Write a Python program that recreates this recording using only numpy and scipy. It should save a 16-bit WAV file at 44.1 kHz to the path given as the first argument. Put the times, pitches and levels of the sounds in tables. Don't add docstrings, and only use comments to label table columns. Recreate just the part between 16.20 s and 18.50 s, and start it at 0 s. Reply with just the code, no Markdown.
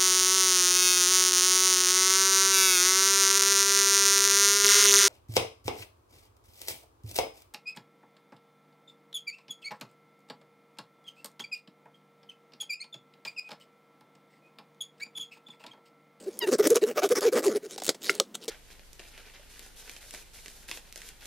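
import sys
import numpy as np
from scipy import signal
from scipy.fft import rfft, irfft
from scipy.io import wavfile
from scipy.ndimage import uniform_filter1d

SR = 44100
rng = np.random.default_rng(int(sys.argv[2]) if len(sys.argv) > 2 else 0)


def persist_wave(psi):
    counts = np.round(np.clip(psi, -1, 1) * 32767).astype(np.int16)
    wavfile.write(sys.argv[1], SR, np.atleast_2d(counts).T)


N = 101430
T = np.arange(N) / SR

# middle_s, length_s, mid_jerk_tooth_rate_hz, glide_octaves, loaf_level_db,
# crumbling_level_db
JERKS = [(0.082, 0.047, 400, -0.0091, -29.5, -53.5), (0.241, 0.054, 437.4, 0.11, -30.5, -43),
         (0.288, 0.046, 391.6, 0.091, -20.5, -34), (0.339, 0.06, 252, -0.78, -21, -30.5),
         (0.404, 0.039, 428, 0.48, -16, -31), (0.453, 0.058, 438.6, -0.086, -27, -30.5),
         (0.471, 0.034, 309, -0.0093, -19.5, -35), (0.52, 0.053, 477, 0.4, -15.5, -34),
         (0.569, 0.039, 481.4, 0.7, -20.5, -26.5), (0.637, 0.048, 434, 0.59, -17.5, -36.5),
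         (0.696, 0.088, 246, -0.27, -31.5, -38.5), (.786, 0.061, 491.7, -0.18, -32, -30),
         (0.851, 0.066, 415.5, 0.072, -22.5, -29), (.922, 0.045, 508, 0.32, -18, -31.5),
         (0.976, 0.058, 443, -0.13, -31, -27.5), (1.034, 0.049, 446.5, -0.35, -37, -32),
         (1.07, .07, 471.6, -0.515, -17.5, -31), (1.137, 0.034, 525, 0.37, -22, -35.5),
         (1.167, 0.052, 239.5, 0.48, -24, -38), (1.189, 0.058, 483.6, 0.38, -45, -29),
         (1.253, 0.059, 414, 0.38, -30.5, -32), (1.279, .066, 385.2, -1.024, -17.5, -36.5),
         (1.322, 0.06, 224.8, -0.56, -30, -45.5), (1.365, 0.048, 431.5, -0.15, -24, -37.5),
         (1.454, 0.069, 450.7, -0.4, -37.5, -50)]
# resonance_hz, half_bandwidth_per_pass_hz, level_db
LOAF_RESONANCES = [(275, 94, 5.5), (402.4, 123, 21.5), (1190, 110, -29)]
# middle_s, length_s, mid_groan_slip_rate_hz, glide_octaves, level_db
GROANS = [(.785, .04, 610, 0, -28), (.838, .046, 750, -.6, -29), (.975, .04, 1150, .2, -40),
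          (1.17, .044, 620, .7, -33)]
# resonance_hz, half_bandwidth_per_pass_hz, level_db
CRUST_RESONANCES = [(663, 224, 2), (1200, 170, 0), (2140, 600, -11)]
# frequency_hz, relative_level_db
CRUMBLE_COLOUR = [(120, -17), (400, 21.5), (950, 0), (1250, 7.5), (2200, 3.5), (2900, -2), (5200, 1),
                  (10000, -3), (16000, -10.5)]
# frequency_hz, relative_level_db
CHIP_COLOUR = [(200, -6), (2000, 0.5), (7500, 12), (16000, 2.5)]
# start_s, level_db
CRACKS = [(0.385, -39), (0.472, -21), (0.4732, -33.5), (0.5036, -25), (.545, -38), (0.5577, -25),
          (0.672, -46), (0.89, -34.5), (1.008, -33.5), (1.369, -40.5), (1.6362, -36), (1.6456, -35),
          (1.6533, -34.5), (1.6655, -30.5), (1.853, -44), (1.952, -38)]
# time_s, pitch_hz, level_db
SQUEAK_COURSE = [(.200, 1090, -54), (.213, 1035, -38), (.218, 955, -32), (.238, 948, -30), (.274, 820, -42)]
SQUEAK_HARMONICS_DB = [-4.5, -0.5, 3, -4, 0.5]
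# start_s, crunch_level_db, thump_level_db, crunch_t60_s
SNAPS = [(1.5607, -46, -39, 0.014), (1.579, -34, -43, 0.05), (1.6001, -40.5, -49, 0.031),
         (1.6193, -37, -40, 0.052), (1.6801, -30, -31.5, 0.0088), (1.691, -17.5, -21.5, 0.042),
         (1.746, -42.5, -44.5, 0.055), (1.897, -25, -23.5, 0.079), (1.9994, -16.5, -21.5, 0.012),
         (2.28, -28, -31.5, 0.11)]
# frequency_hz, relative_level_db
SNAP_COLOUR = [(150, -11), (450, 15.5), (850, -26), (1250, -4.5), (2150, 2), (2700, -4), (3500, 6),
               (7500, 2), (16000, -16.5)]
# mode_hz, relative_level_db, t60_s
KNIFE_MODES = [(1392, -1.5, 0.03), (2105, 4.5, 0.018), (2820, -2, 0.013), (5110, -7.5, 0.031)]
# middle_s, length_s, rustle_level_db, loaf_level_db
RUBS = [(0.077, 0.69, -58, -52), (1.524, 0.12, -46, -52), (1.68, 0.12, -41, -51.5),
        (1.862, 0.14, -36.5, -49), (1.95, 0.17, -47.5, -46), (2.153, .026, -33, -44),
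        (2.234, 0.095, -50, -53)]
# frequency_hz, relative_level_db
RUB_COLOUR = [(250, -14), (4300, 3.5), (8500, 0), (16000, -13.5)]
# frequency_hz, relative_level_db
ROOM_COLOUR = [(100, -22.5), (200, 3), (420, -5.5), (800, -14.5), (16000, -32)]
# frequency_hz, side_against_mid_db
WIDTH = [(350, -79), (1000, -19.5), (4000, -27.5), (14000, -13)]
# start_s, pitch_hz, level_db
TOCKS = [(1.582, 784, -37), (1.6215, 737, -35), (2.001, 1240, -28.5)]

RATE_SAG, TOOTH_JITTER, SLIP_JITTER, TOOTH_SCATTER_DB = .42, .025, .06, 2
JERK_SHAPE, LOAF_DAMP_HZ = 1.3, 595
CRUMBLE_LEAD_S, CRUMBLE_STRETCH, CRUMBLE_SHAPE, TOOTH_GATE = 0.00402, 1.146, 1.77, .55
GRAINS_PER_S, RUB_GRAINS_PER_S = 3600, 1700
GRAIN_SCATTER_DB, GRAIN_T60_S, GRAIN_TAIL_DB = 6, .008, -4.5
FLICKER_DB, FLICKER_PER_S = 4.5, 30.7
CRACK_T60_S, TOCK_T60_S = 0.025, 0.028
BITE_S, BITE_HZ, BITE_DB, BITE_T60_S = .1905, 11450, -29.5, 0.011
PARTIAL_LEAD_S, PARTIAL_FADE_S = .0075, .016
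THUMP_T60_S, THUMP_PUSH_DB = 0.048, 10
KNIFE_S, KNIFE_DB = 1.895, -15.5
ROOM_DB, ECHO_DB, ECHO_T60_S = -56.5, -16.5, 0.12
TOP_HZ = 16200


def undb(db):
    return 10 ** (np.asarray(db) / 20)


def unit(x):
    return x / np.sqrt(np.mean(x ** 2) + 1e-20)


def burst(x):
    return x / np.sqrt(np.sum(x ** 2) / (.005 * SR))


def add(out, start_s, x):
    i = int(start_s * SR)
    x, i = x[max(-i, 0):], max(i, 0)
    out[i:i + len(x)] += x[:max(N - i, 0)]


def gains(points, n):
    hz, db = np.array(points).T
    bin_hz = np.arange(n // 2 + 1) * SR / n
    return undb(np.interp(np.log(bin_hz + 1), np.log(hz), db))


def colour(x, points, size=1024):
    cepstrum = irfft(np.log(gains(points, size)))
    cepstrum[1:size // 2] *= 2
    cepstrum[size // 2 + 1:] = 0
    impulse = irfft(np.exp(rfft(cepstrum)))
    return signal.fftconvolve(x, impulse / np.linalg.norm(impulse))[:len(x)]


def fade(t60, size=8192):
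    return np.exp(-np.log(1000) * T[:size] / t60)


def tail(t60, size=8192):
    x = rng.standard_normal(size) * fade(t60, size)
    return x / np.linalg.norm(x)


def mode(hz, t60):
    decay = fade(t60)
    return decay * np.cos(2 * np.pi * hz * T[:len(decay)])


def arch(length_s):
    return np.abs(np.sin(np.linspace(0, np.pi, int(length_s * SR))))


def loaf(x, resonances=LOAF_RESONANCES):
    out = 0
    for hz, width, db in resonances:
        b, a = signal.iirpeak(hz, hz / (2 * width), fs=SR)
        once = signal.lfilter(b, a, x)
        out = out + undb(db) * signal.lfilter(b, a, once)
    return out


def grains(per_s):
    hits = (rng.random(N) < per_s / SR) * rng.choice([-1, 1], N)
    hits = hits * undb(GRAIN_SCATTER_DB * np.minimum(rng.standard_normal(N), 2.5))
    spread = signal.fftconvolve(hits ** 2, fade(GRAIN_T60_S) ** 2)[:N]
    tails = unit(np.sqrt(np.abs(spread)) * rng.standard_normal(N))
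    return unit(unit(hits) + undb(GRAIN_TAIL_DB) * tails)


def flicker(x):
    spectrum, out = rfft(x), 0
    bin_hz = np.arange(N // 2 + 1) * SR / N
    place = 4 * np.log2(np.clip(bin_hz, 500, 16000) / 500)
    hold = int(SR / FLICKER_PER_S)
    for band in range(21):
        walk = uniform_filter1d(rng.standard_normal(N), hold)
        walk = unit(uniform_filter1d(walk, hold))
        db = FLICKER_DB * walk.clip(-2, 2)
        slope = np.maximum(1 - np.abs(place - band), 0)
        out = out + irfft(spectrum * slope, N) * undb(db)
    return out


def tooth_phase(speed, hz, glide):
    bend = 2 ** (glide * np.linspace(-.5, .5, len(speed)))
    rate_hz = hz * (1 - RATE_SAG * (1 - speed)) * bend
    return np.cumsum(rate_hz) / SR


def room_tone():
    return undb(ROOM_DB) * colour(rng.standard_normal(N), ROOM_COLOUR)


def echo(near):
    return undb(ECHO_DB) * signal.fftconvolve(near, tail(ECHO_T60_S, size=16384))[:N]


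def rubs():
    rustle, body = np.zeros(N), np.zeros(N)
    for middle_s, length_s, rustle_db, body_db in RUBS:
        start_s = middle_s - length_s / 2
        add(rustle, start_s, undb(rustle_db) * arch(length_s) ** 3.14)
        add(body, start_s, undb(body_db) * arch(length_s))
    murmur = body * unit(loaf(rng.standard_normal(N)))
    return flicker(colour(rustle * grains(RUB_GRAINS_PER_S), RUB_COLOUR)) + murmur


def knife():
    out, ring = np.zeros(N), 0
    for k, (hz, db, t60) in enumerate(KNIFE_MODES):
        ring = ring + (-1) ** k * undb(db) * mode(hz, t60)
    add(out, KNIFE_S, undb(KNIFE_DB) * burst(ring))
    return out


def tocks():
    out = np.zeros(N)
    for start_s, hz, db in TOCKS:
        add(out, start_s, undb(db) * burst(mode(hz, TOCK_T60_S)))
    return out


def snaps():
    crunch, thump = np.zeros(N), np.zeros(N)
    for start_s, crunch_db, thump_db, t60 in SNAPS:
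        noise = tail(t60)
        rough = noise * undb(rng.standard_normal(len(noise)))
        add(crunch, start_s, undb(crunch_db) * burst(rough))
        push = undb(THUMP_PUSH_DB) * tail(THUMP_T60_S)
        push[0] += 1
        add(thump, start_s, undb(thump_db) * burst(loaf(push, LOAF_RESONANCES[1:])))
    return colour(crunch, SNAP_COLOUR) + thump


def cracks():
    out = np.zeros(N)
    for start_s, db in CRACKS:
        add(out, start_s, undb(db) * burst(tail(0.004) + 1.23 * tail(CRACK_T60_S)))
    return colour(out, CHIP_COLOUR)


def squeak():
    time_s, hz, db = np.array(SQUEAK_COURSE).T
    waver = unit(uniform_filter1d(rng.standard_normal(N), size=100))
    pitch_hz = np.interp(T, time_s, hz) * (1 + 0.0034 * waver)
    phase = 2 * np.pi * np.cumsum(pitch_hz) / SR
    sizes = undb(SQUEAK_HARMONICS_DB)
    tone = 0
    for k, size in enumerate(sizes):
        release = np.clip((time_s[-1] - k * PARTIAL_LEAD_S - T) / PARTIAL_FADE_S, 0, 1)
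        tone = tone + size * np.sin((k + 1) * phase) * release
    tone = tone / np.sqrt(np.sum(sizes ** 2) / 2)
    out = tone * undb(np.interp(T, time_s, db)) * (T > time_s[0])
    tick = signal.lfilter(*signal.iirpeak(BITE_HZ, 9, fs=SR), tail(BITE_T60_S))
    add(out, BITE_S, undb(BITE_DB) * burst(tick))
    return out


def groans():
    out = np.zeros(N)
    for middle_s, length_s, hz, glide, db in GROANS:
        chance = rng.standard_normal((128, 2))
        speed = arch(length_s)
        phase = tooth_phase(speed, hz, glide)
        count = np.arange(1, int(phase[-1]))
        at = np.searchsorted(phase, count + SLIP_JITTER * chance[count, 0])
        slips = np.zeros(len(speed))
        slips[at] = undb(TOOTH_SCATTER_DB * chance[count, 1])
        groan = unit(speed * loaf(slips, CRUST_RESONANCES))
        add(out, middle_s - length_s / 2, undb(db) * groan)
    return out


def sawing():
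    body, crumble = np.zeros(N), np.zeros(N)
    for middle_s, length_s, hz, glide, body_db, crumble_db in JERKS:
        chance = rng.standard_normal((128, 2))
        speed = arch(length_s)
        phase = tooth_phase(speed, hz, glide)
        teeth = np.arange(1, int(phase[-1]))
        at = np.searchsorted(phase, teeth + TOOTH_JITTER * chance[teeth, 0]).clip(0, len(speed) - 1)
        plucks = np.zeros(len(speed) + SR // 20)
        plucks[at] = speed[at] ** JERK_SHAPE * undb(TOOTH_SCATTER_DB * chance[teeth, 1])
        ring = signal.lfilter(*signal.butter(6, LOAF_DAMP_HZ, fs=SR), loaf(plucks))
        ring = ring / np.sqrt(np.sum(ring ** 2) / np.sum(speed ** (2 * JERK_SHAPE)))
        add(body, middle_s - length_s / 2 - .003, undb(body_db) * ring)

        crumble_s = length_s * CRUMBLE_STRETCH
        press = arch(crumble_s)
        gate = 1 + TOOTH_GATE * np.cos(2 * np.pi * tooth_phase(press, hz, glide))
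        swell = undb(crumble_db) * press ** CRUMBLE_SHAPE * gate
        add(crumble, middle_s - crumble_s / 2 - CRUMBLE_LEAD_S, swell)
    return body + flicker(colour(crumble * grains(GRAINS_PER_S), CRUMBLE_COLOUR))


def scene():
    near = sawing() + groans() + cracks() + squeak() + snaps() + tocks() + knife() + rubs()
    mid = near + echo(near) + room_tone()
    drift = unit(uniform_filter1d(rng.standard_normal(N), size=300))
    side = irfft(1j * rfft(mid * drift) * gains(WIDTH, N), N)
    return np.array([mid + side, mid - side])


def record(dry):
    return signal.sosfilt(signal.ellip(8, .2, 70, TOP_HZ, fs=SR, output="sos"), dry)


dry = scene()
out = record(dry)
persist_wave(out)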